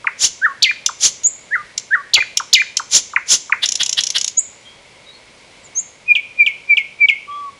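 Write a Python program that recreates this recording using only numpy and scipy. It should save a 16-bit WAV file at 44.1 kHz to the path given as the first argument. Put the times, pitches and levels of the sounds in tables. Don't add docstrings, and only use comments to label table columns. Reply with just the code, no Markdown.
import sys
import numpy as np
from scipy import signal
from scipy.fft import rfft, irfft, next_fast_len
from scipy.io import wavfile
from scipy.ndimage import map_coordinates

SR = 44100
rng = np.random.default_rng(int(sys.argv[2]) if len(sys.argv) > 2 else 0)


def log_audio(samples):
    frames = np.atleast_2d(samples).T
    limited = np.clip(frames, -1, 1)
    pcm = np.round(limited * 32767).astype(np.int16)
    wavfile.write(sys.argv[1], SR, pcm)


N = 334719


def amp(db):
    return 10 ** (np.asarray(db) / 20)


def unit(x):
    return x / np.sqrt(np.mean(x ** 2) + 1e-20)


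def along(points, hz):
    f, v = np.transpose(points)
    return np.interp(np.log(hz + 1), np.log(f + 1), v)


def filtered(x, response):
    m = next_fast_len(len(x) + 8192)
    return irfft(rfft(x, m) * response(np.fft.rfftfreq(m, 1 / SR)), m)[:len(x)]


def noise(colour, size):
    return unit(filtered(rng.standard_normal(size), lambda hz: amp(along(colour, hz))))


def wobble(rate, size):
    knots = rng.standard_normal(int(size * rate / SR) + 4)
    return map_coordinates(knots, [np.arange(size) * rate / SR])


def add(track, s, sound):
    part = track[max(round(s * SR), 0):][:len(sound)]
    part += sound[:len(part)]


def glide(t, start_hz, end_hz, settle_s):
    return end_hz + (start_hz - end_hz) * np.exp(-t / settle_s)


def arch(t, start_hz, top_hz, end_hz, turn_s, rise_s, fall_s):
    away = np.abs(t - turn_s)
    rising = glide(away, top_hz, start_hz, rise_s)
    falling = glide(away, top_hz, end_hz, fall_s)
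    return np.where(t < turn_s, rising, falling)


def envelope(t, attack_s, hold_s, release_s, sag_db=0):
    release = 1 - (t - attack_s - hold_s) / release_s
    opening = np.clip(np.minimum(t / attack_s, release), 0, 1)
    sag = np.clip((t - attack_s) / max(hold_s, 1e-6), 0, 1)
    return np.sin(np.pi / 2 * opening) ** 2 * amp(-sag_db * sag)


def swell(t, rise, fall):
    return amp(-20 * np.abs(t / np.where(t < 0, rise, fall)) ** 2.0)


def nightingale():
    return whistles() + rasps() + burrs() + ticks() + croaks() + snap_air()


def whistle(syllable, events, rough, overtone_db, early_s=0):
    out = np.zeros(N)
    t = np.arange(SR // 3) / SR - early_s
    for s, db, *shape in events:
        hz, pressure = syllable(t, *shape)
        flutter = 1 + rough * wobble(900, len(t))
        phase = 2 * np.pi * np.cumsum(hz * flutter) / SR
        level = amp(db) * pressure
        harmonics = np.sin(2 * phase) + amp(-15) * np.sin(3 * phase)
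        overtones = level * amp(overtone_db) * harmonics
        add(out, s + t[0], level * (np.sin(phase) + overtones))
    return out


def whistles():
    pipes = [(s - PIPE_GAP_S - length, PIPE_DB, pitch, length) for s, db, pitch, length in PIPINGS]
    snaps = [(s, db, pitch) for s, db, pitch, length in PIPINGS]
    return (whistle(tut, TUTS, rough=.006, overtone_db=-31.0)
            + whistle(chip, CHIPS, rough=.015, overtone_db=-35)
            + whistle(whoop, WHOOPS, rough=.003, overtone_db=-30)
            + whistle(slur, SLURS, rough=0.032, overtone_db=-30.5)
            + whistle(flick, SLURS, rough=.039, overtone_db=-34.0)
            + whistle(hook, SLURS, rough=.016, overtone_db=-28)
            + whistle(seep, SEEPS, rough=0.0049, overtone_db=-61.0)
            + whistle(lisp, LISPS, rough=.015, overtone_db=-50)
            + whistle(pipe, pipes, rough=.0016, overtone_db=-36, early_s=.02)
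            + whistle(snap, snaps, rough=.006, overtone_db=-35)
            + whistle(coo, COOS, rough=0.0045, overtone_db=-7))


# start in seconds, level in dB, starting pitch in Hz.
TUTS = [(.044, -19, 1490), (.889, -16, 1630), (2.399, -13, 1646), (2.7958, -14, 1670), (3.1344, -20, 1488),
        (3.4959, -19.5, 1490)]


def tut(t, start_hz):
    hz = glide(t, start_hz, end_hz=650, settle_s=.0095)
    return hz, envelope(t, attack_s=0.0018, hold_s=0.0096, release_s=0.0017, sag_db=8)


# start in seconds, level in dB.
CHIPS = [(0.0685, -3.5), (3.1605, -1), (3.522, -0.5)]


def chip(t):
    hz = glide(t, start_hz=3043, end_hz=747, settle_s=0.0078)
    return hz, envelope(t, attack_s=0.0037, hold_s=0.015, release_s=.005, sag_db=24.5)


# start in seconds, level in dB, pitch ratio, swell time in seconds.
WHOOPS = [(.412, -7.5, 0.97, 0.04), (1.505, -11.5, 1.055, 0.043), (1.903, -7.5, .995, 0.038)]


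def whoop(t, pitch, swell_s):
    hz = pitch * arch(t, start_hz=1440, top_hz=1970, end_hz=1135, turn_s=.043, rise_s=.022, fall_s=.0095)
    tail = amp(-16.5) * envelope(t, attack_s=.01, hold_s=.098, release_s=.008, sag_db=1.5)
    return hz, envelope(t, swell_s, hold_s=0.01, release_s=0.014) + tail


# start in seconds, level in dB.
SLURS = [(0.6214, -3.5), (2.134, -3), (2.528, -1.5)]


def slur(t):
    hz = arch(t, start_hz=3065, top_hz=4910, end_hz=2016, turn_s=0.014, rise_s=0.016, fall_s=0.0091)
    trough = amp(-10.0) * envelope(t - .024, attack_s=0.014, hold_s=0.021, release_s=0.0068)
    return hz, envelope(t, attack_s=0.015, hold_s=0.0051, release_s=0.019, sag_db=1.5) + trough


def flick(t):
    hz = glide(t, start_hz=2570, end_hz=11110, settle_s=0.017)
    return hz, envelope(t, attack_s=0.0039, hold_s=0.0014, release_s=0.0033, sag_db=8)


def hook(t):
    t = t - .065
    hz = arch(t, start_hz=2180, top_hz=2500, end_hz=500, turn_s=.02, rise_s=0.021, fall_s=.014)
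    return hz, amp(-7.0) * envelope(t, attack_s=0.0084, hold_s=0.02, release_s=0.0017, sag_db=4.5)


# start in seconds, level in dB, starting pitch in Hz,
# length of the pitch curve in seconds, steady climb as a share of the pitch.
SEEPS = [(1.232, -6, 6710, 0.045, 0.0085), (4.367, -5.5, 6610, 0.0292, 0.049),
         (5.745, -13, 6125, 0.056, .08)]


def seep(t, hz, length_s, climb):
    u = np.clip(t / length_s, 0, 1)
    rising_hz = hz * (1 + climb * u + 0.14 * u ** 7)
    return rising_hz, envelope(t, 0.63 * length_s, .27 * length_s, 0.22 * length_s)


# start in seconds, level in dB.
LISPS = [(5.626, -38.5)]


def lisp(t):
    hz = glide(t, start_hz=8600, end_hz=6400, settle_s=0.029)
    return hz, envelope(t, attack_s=0.034, hold_s=.003, release_s=0.01)


# start of the snap in seconds, snap level in dB,
# pitch ratio, length of the pipe in seconds.
PIPINGS = [(6.1511, -8, 1.04, 0.054), (6.462, -7.5, 1.01, 0.057), (6.769, -6.5, .997, 0.059),
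           (7.0847, -4.5, 0.99, 0.063)]
PIPE_DB, PIPE_GAP_S = -4.3, .023


def pipe(t, pitch, length_s):
    attack_s, release_s, lead_s = .028, .011, .018
    hz = pitch * arch(t, start_hz=2350, top_hz=2406, end_hz=2248, turn_s=0.014, rise_s=0.023, fall_s=0.03)
    return hz, envelope(t, attack_s, length_s - attack_s - release_s, release_s) + lead_in(t, lead_s)


def lead_in(t, length_s):
    return amp(-26.5) * envelope(t + length_s, length_s, length_s / 2, length_s / 2)


def snap(t, pitch):
    hz = pitch * glide(t, start_hz=3603, end_hz=2182, settle_s=0.0062)
    tail = amp(-10) * envelope(t - .012, attack_s=.006, hold_s=0.026, release_s=0.011, sag_db=1)
    return hz, envelope(t, attack_s=0.0027, hold_s=.012, release_s=0.0045) + tail


# start in seconds, level in dB.
COOS = [(7.268, -25)]


def coo(t):
    hz = 1163 * (1 - 2.2 * (t - .085) ** 2)
    return hz, envelope(t, attack_s=0.034, hold_s=0.185, release_s=0.023, sag_db=-1.0)


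def squeals(size, rate, low_hz, high_hz, rough, octave_db):
    speed = rate * amp(3.7 * wobble(rate, size))
    cycle = (rng.random() + np.cumsum(speed) / SR) % 1
    hz = (low_hz + (high_hz - low_hz) * cycle) * (1 + rough * wobble(1200, size))
    phase = 2 * np.pi * np.cumsum(hz) / SR
    tone = np.sin(phase) + amp(octave_db) * np.sin(phase / 2)
    return unit(np.sin(np.pi * cycle) * tone)


def harsh(events, colour, tonal, rate, low_hz, high_hz, rough, octave_db):
    out = np.zeros(N)
    for s, db, rise, fall in events:
        t = np.arange(-2 * rise, 2 * fall, 1 / SR)
        breath = np.sqrt(1 - tonal) * noise(colour, len(t))
        tones = np.sqrt(tonal) * squeals(len(t), rate, low_hz, high_hz, rough, octave_db)
        add(out, s + t[0], amp(db) * swell(t, rise, fall) * (breath + tones))
    return out


def puffs(events, colour):
    out = np.zeros(N)
    for s, db, rise, fall in events:
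        t = np.arange(-2 * rise, 2 * fall, 1 / SR)
        add(out, s + t[0], amp(db) * swell(t, rise, fall) * noise(colour, len(t)))
    return out


# peak in seconds, level in dB.
RASPS = [(0.244, -9.5), (1.054, -8.5), (2.96, -7.5), (3.329, -7.5)]
# frequency in Hz, relative density in dB.
RASP_COLOUR = [(290, -50), (500, -25), (1220, -23.5), (1430, -21), (2160, -20), (2430, -14), (2690, -28),
               (3280, -11.5), (3740, -9.5), (6550, -4), (7340, -4.5), (8240, -23.5), (9930, -12),
               (10800, -31), (15500, -45.5)]
PUFF_COLOUR = [(20, -1.5), (100, 0.5), (350, 0.5), (700, -11.5), (1500, -49.5)]
RASP_RISE_S, RASP_FALL_S = 0.047, .04
PUFF_DB, PUFF_LAG_S, PUFF_S = -30, .004, 0.033


def rasps():
    voice = [(s, db, RASP_RISE_S, RASP_FALL_S) for s, db in RASPS]
    air = [(s + PUFF_LAG_S, db + PUFF_DB, PUFF_S, PUFF_S) for s, db in RASPS]
    rasp = harsh(voice, RASP_COLOUR, tonal=.45, rate=42, low_hz=4750, high_hz=7750, rough=.011, octave_db=-11)
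    return rasp + puffs(air, PUFF_COLOUR)


# first tick in seconds, burr level in dB, tick level in dB.
RATTLES = [(3.6597, -11.5, -11.5), (3.833, -11, -11), (4.0079, -11, -12), (4.1837, -10.5, -12.5)]
# frequency in Hz, relative density in dB.
BURR_COLOUR = [(100, -30.5), (400, -28), (1010, -24.5), (1530, -16.5), (2020, -11), (2300, -20.5),
               (2940, -7), (3510, -2.5), (4730, -10), (8320, -29.5), (9940, -24), (14000, -55)]
BURR_LEAD_S, BURR_RISE_S, BURR_FALL_S = .02, 0.018, .018


def burrs():
    strokes = [(s - BURR_LEAD_S, db, BURR_RISE_S, BURR_FALL_S) for s, db, tick_db in RATTLES]
    return harsh(strokes, BURR_COLOUR, tonal=0.43, rate=120, low_hz=3000, high_hz=3800,
                 rough=0.098, octave_db=-37)


# peak in seconds, level in dB.
TICKS = [(.8635, -6), (1.236, -26), (1.7795, -12), (2.3735, -6.5), (2.7715, -6)]
# frequency in Hz, relative density in dB.
TICK_COLOUR = [(470, -61), (800, -27.5), (1730, -27), (2380, -15), (3320, -6.5), (4910, -7), (5160, -1),
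               (6440, -4), (7280, -2.5), (8330, -25), (10300, -13.5), (10900, -31.5), (15000, -49.5)]
TICK_RISE_S, TICK_FALL_S = 0.0027, 0.0064
TICK_GAP_S, GAP_GROWS_S = .03, .0021
SLUR_TICK_DB, SLUR_TICK_S = -2.5, 0.008


def ticks(count=4):
    strokes = list(TICKS)
    for s, burr_db, db in RATTLES:
        for k in range(count):
            delay = k * TICK_GAP_S + k * (k - 1) / 2 * GAP_GROWS_S
            strokes.append((s + delay, db))
    strokes += [(s + SLUR_TICK_S, db + SLUR_TICK_DB) for s, db in SLURS]
    events = [(s, db, TICK_RISE_S, TICK_FALL_S) for s, db in strokes]
    return harsh(events, TICK_COLOUR, tonal=.35, rate=150, low_hz=4826, high_hz=7326,
                 rough=0.035, octave_db=-15)


# peak in seconds, level in dB, rise in seconds, fall in seconds.
CROAKS = [(2.181, -23, .018, .016)]
# frequency in Hz, relative density in dB.
CROAK_COLOUR = [(100, -11.5), (300, -16.5), (550, -3.5), (1000, -2.5), (1500, -1.5), (2200, -15),
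                (3500, -41.5)]


def croaks():
    return puffs(CROAKS, CROAK_COLOUR)


# frequency in Hz, relative density in dB.
SNAP_AIR_COLOUR = [(100, -13), (600, -6.5), (2000, 4.5), (7500, 2), (8500, -20.5), (11000, -24),
                   (13000, -50)]
SNAP_AIR_DB, SNAP_AIR_RISE_S, SNAP_AIR_FALL_S = -29.5, .005, .03


def snap_air():
    air = [(s + SNAP_AIR_RISE_S, db + SNAP_AIR_DB, SNAP_AIR_RISE_S, SNAP_AIR_FALL_S)
           for s, db, pitch, length in PIPINGS]
    return puffs(air, SNAP_AIR_COLOUR)


# frequency in Hz, time to fall 60 dB in seconds.
GROVE_T60 = [(300, 1), (1200, 0.37), (2300, 0.64), (5000, 0.5), (7500, 0.54), (12000, 0.14)]


def scatter(x, t60_scale):
    hz, t, z = signal.stft(rng.standard_normal(SR), SR, nperseg=256)
    t60 = t60_scale * along(GROVE_T60, hz)[:, None]
    tail = signal.istft(z * amp(-60 * t / t60), SR, nperseg=256)[1]
    return signal.fftconvolve(x, tail / np.linalg.norm(tail))[:N]


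# delay in seconds, level in dB relative to the direct sound.
ECHOES = [(.0034, -20), (.0075, -16.5), (.019, -19), (.034, -32)]
BUSH_DB, BUSH_T60_SHARE = -16, .26


def grove(x, trees_db):
    def reflections(hz):
        return 1 + sum(amp(db) * np.exp(-2j * np.pi * hz * s) for s, db in ECHOES)

    near = filtered(x, reflections)
    bush = amp(BUSH_DB) * scatter(x, BUSH_T60_SHARE)
    return near + bush + amp(trees_db) * scatter(x, 0.92)


# start in seconds, level in dB before scatter and the shared gain,
# pitch in Hz at 0.07 s into the call.
FAR_CALLS = [(4.619, -44.5, 3280), (5.02, -45, 3860), (5.089, -52, 4310), (7.27, -44, 3320)]


def distant_birds(far_db):
    calls = whistle(far_call, FAR_CALLS, rough=0.014, overtone_db=-30)
    return amp(far_db) * scatter(calls, 0.47)


def far_call(t, hz):
    return hz * (1 + 0.456 * (t - .07)), envelope(t, attack_s=0.05, hold_s=0.0077, release_s=.07)


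# frequency in Hz, relative density in dB.
HUSH = [(15, -39), (25, -11), (110, -4), (301, -7), (335, -7.5), (554, -3), (802, -9.5), (966, -6),
        (1190, -11), (1800, -12), (2200, -1), (2500, -8.5), (3830, -11), (5120, -13.5), (9410, -22),
        (10800, -26), (12000, -61), (14000, -61)]
HUSH_DRIFT_DB = .8


def hush(hush_db):
    return amp(hush_db + HUSH_DRIFT_DB * wobble(3.01, N)) * noise(HUSH, N)


def scene():
    song = grove(nightingale(), trees_db=-18)
    return (song + hush(hush_db=-46.0) + distant_birds(far_db=1.5))[None]


TOP_HZ = 15700


def record(dry):
    clipped = dry[0] / (1 + np.abs(dry[0]) ** 20) ** (1 / 20)
    return filtered(clipped, lambda hz: 1 / (1 + (hz / TOP_HZ) ** 100))[None]


dry = scene()
out = record(dry)
log_audio(out)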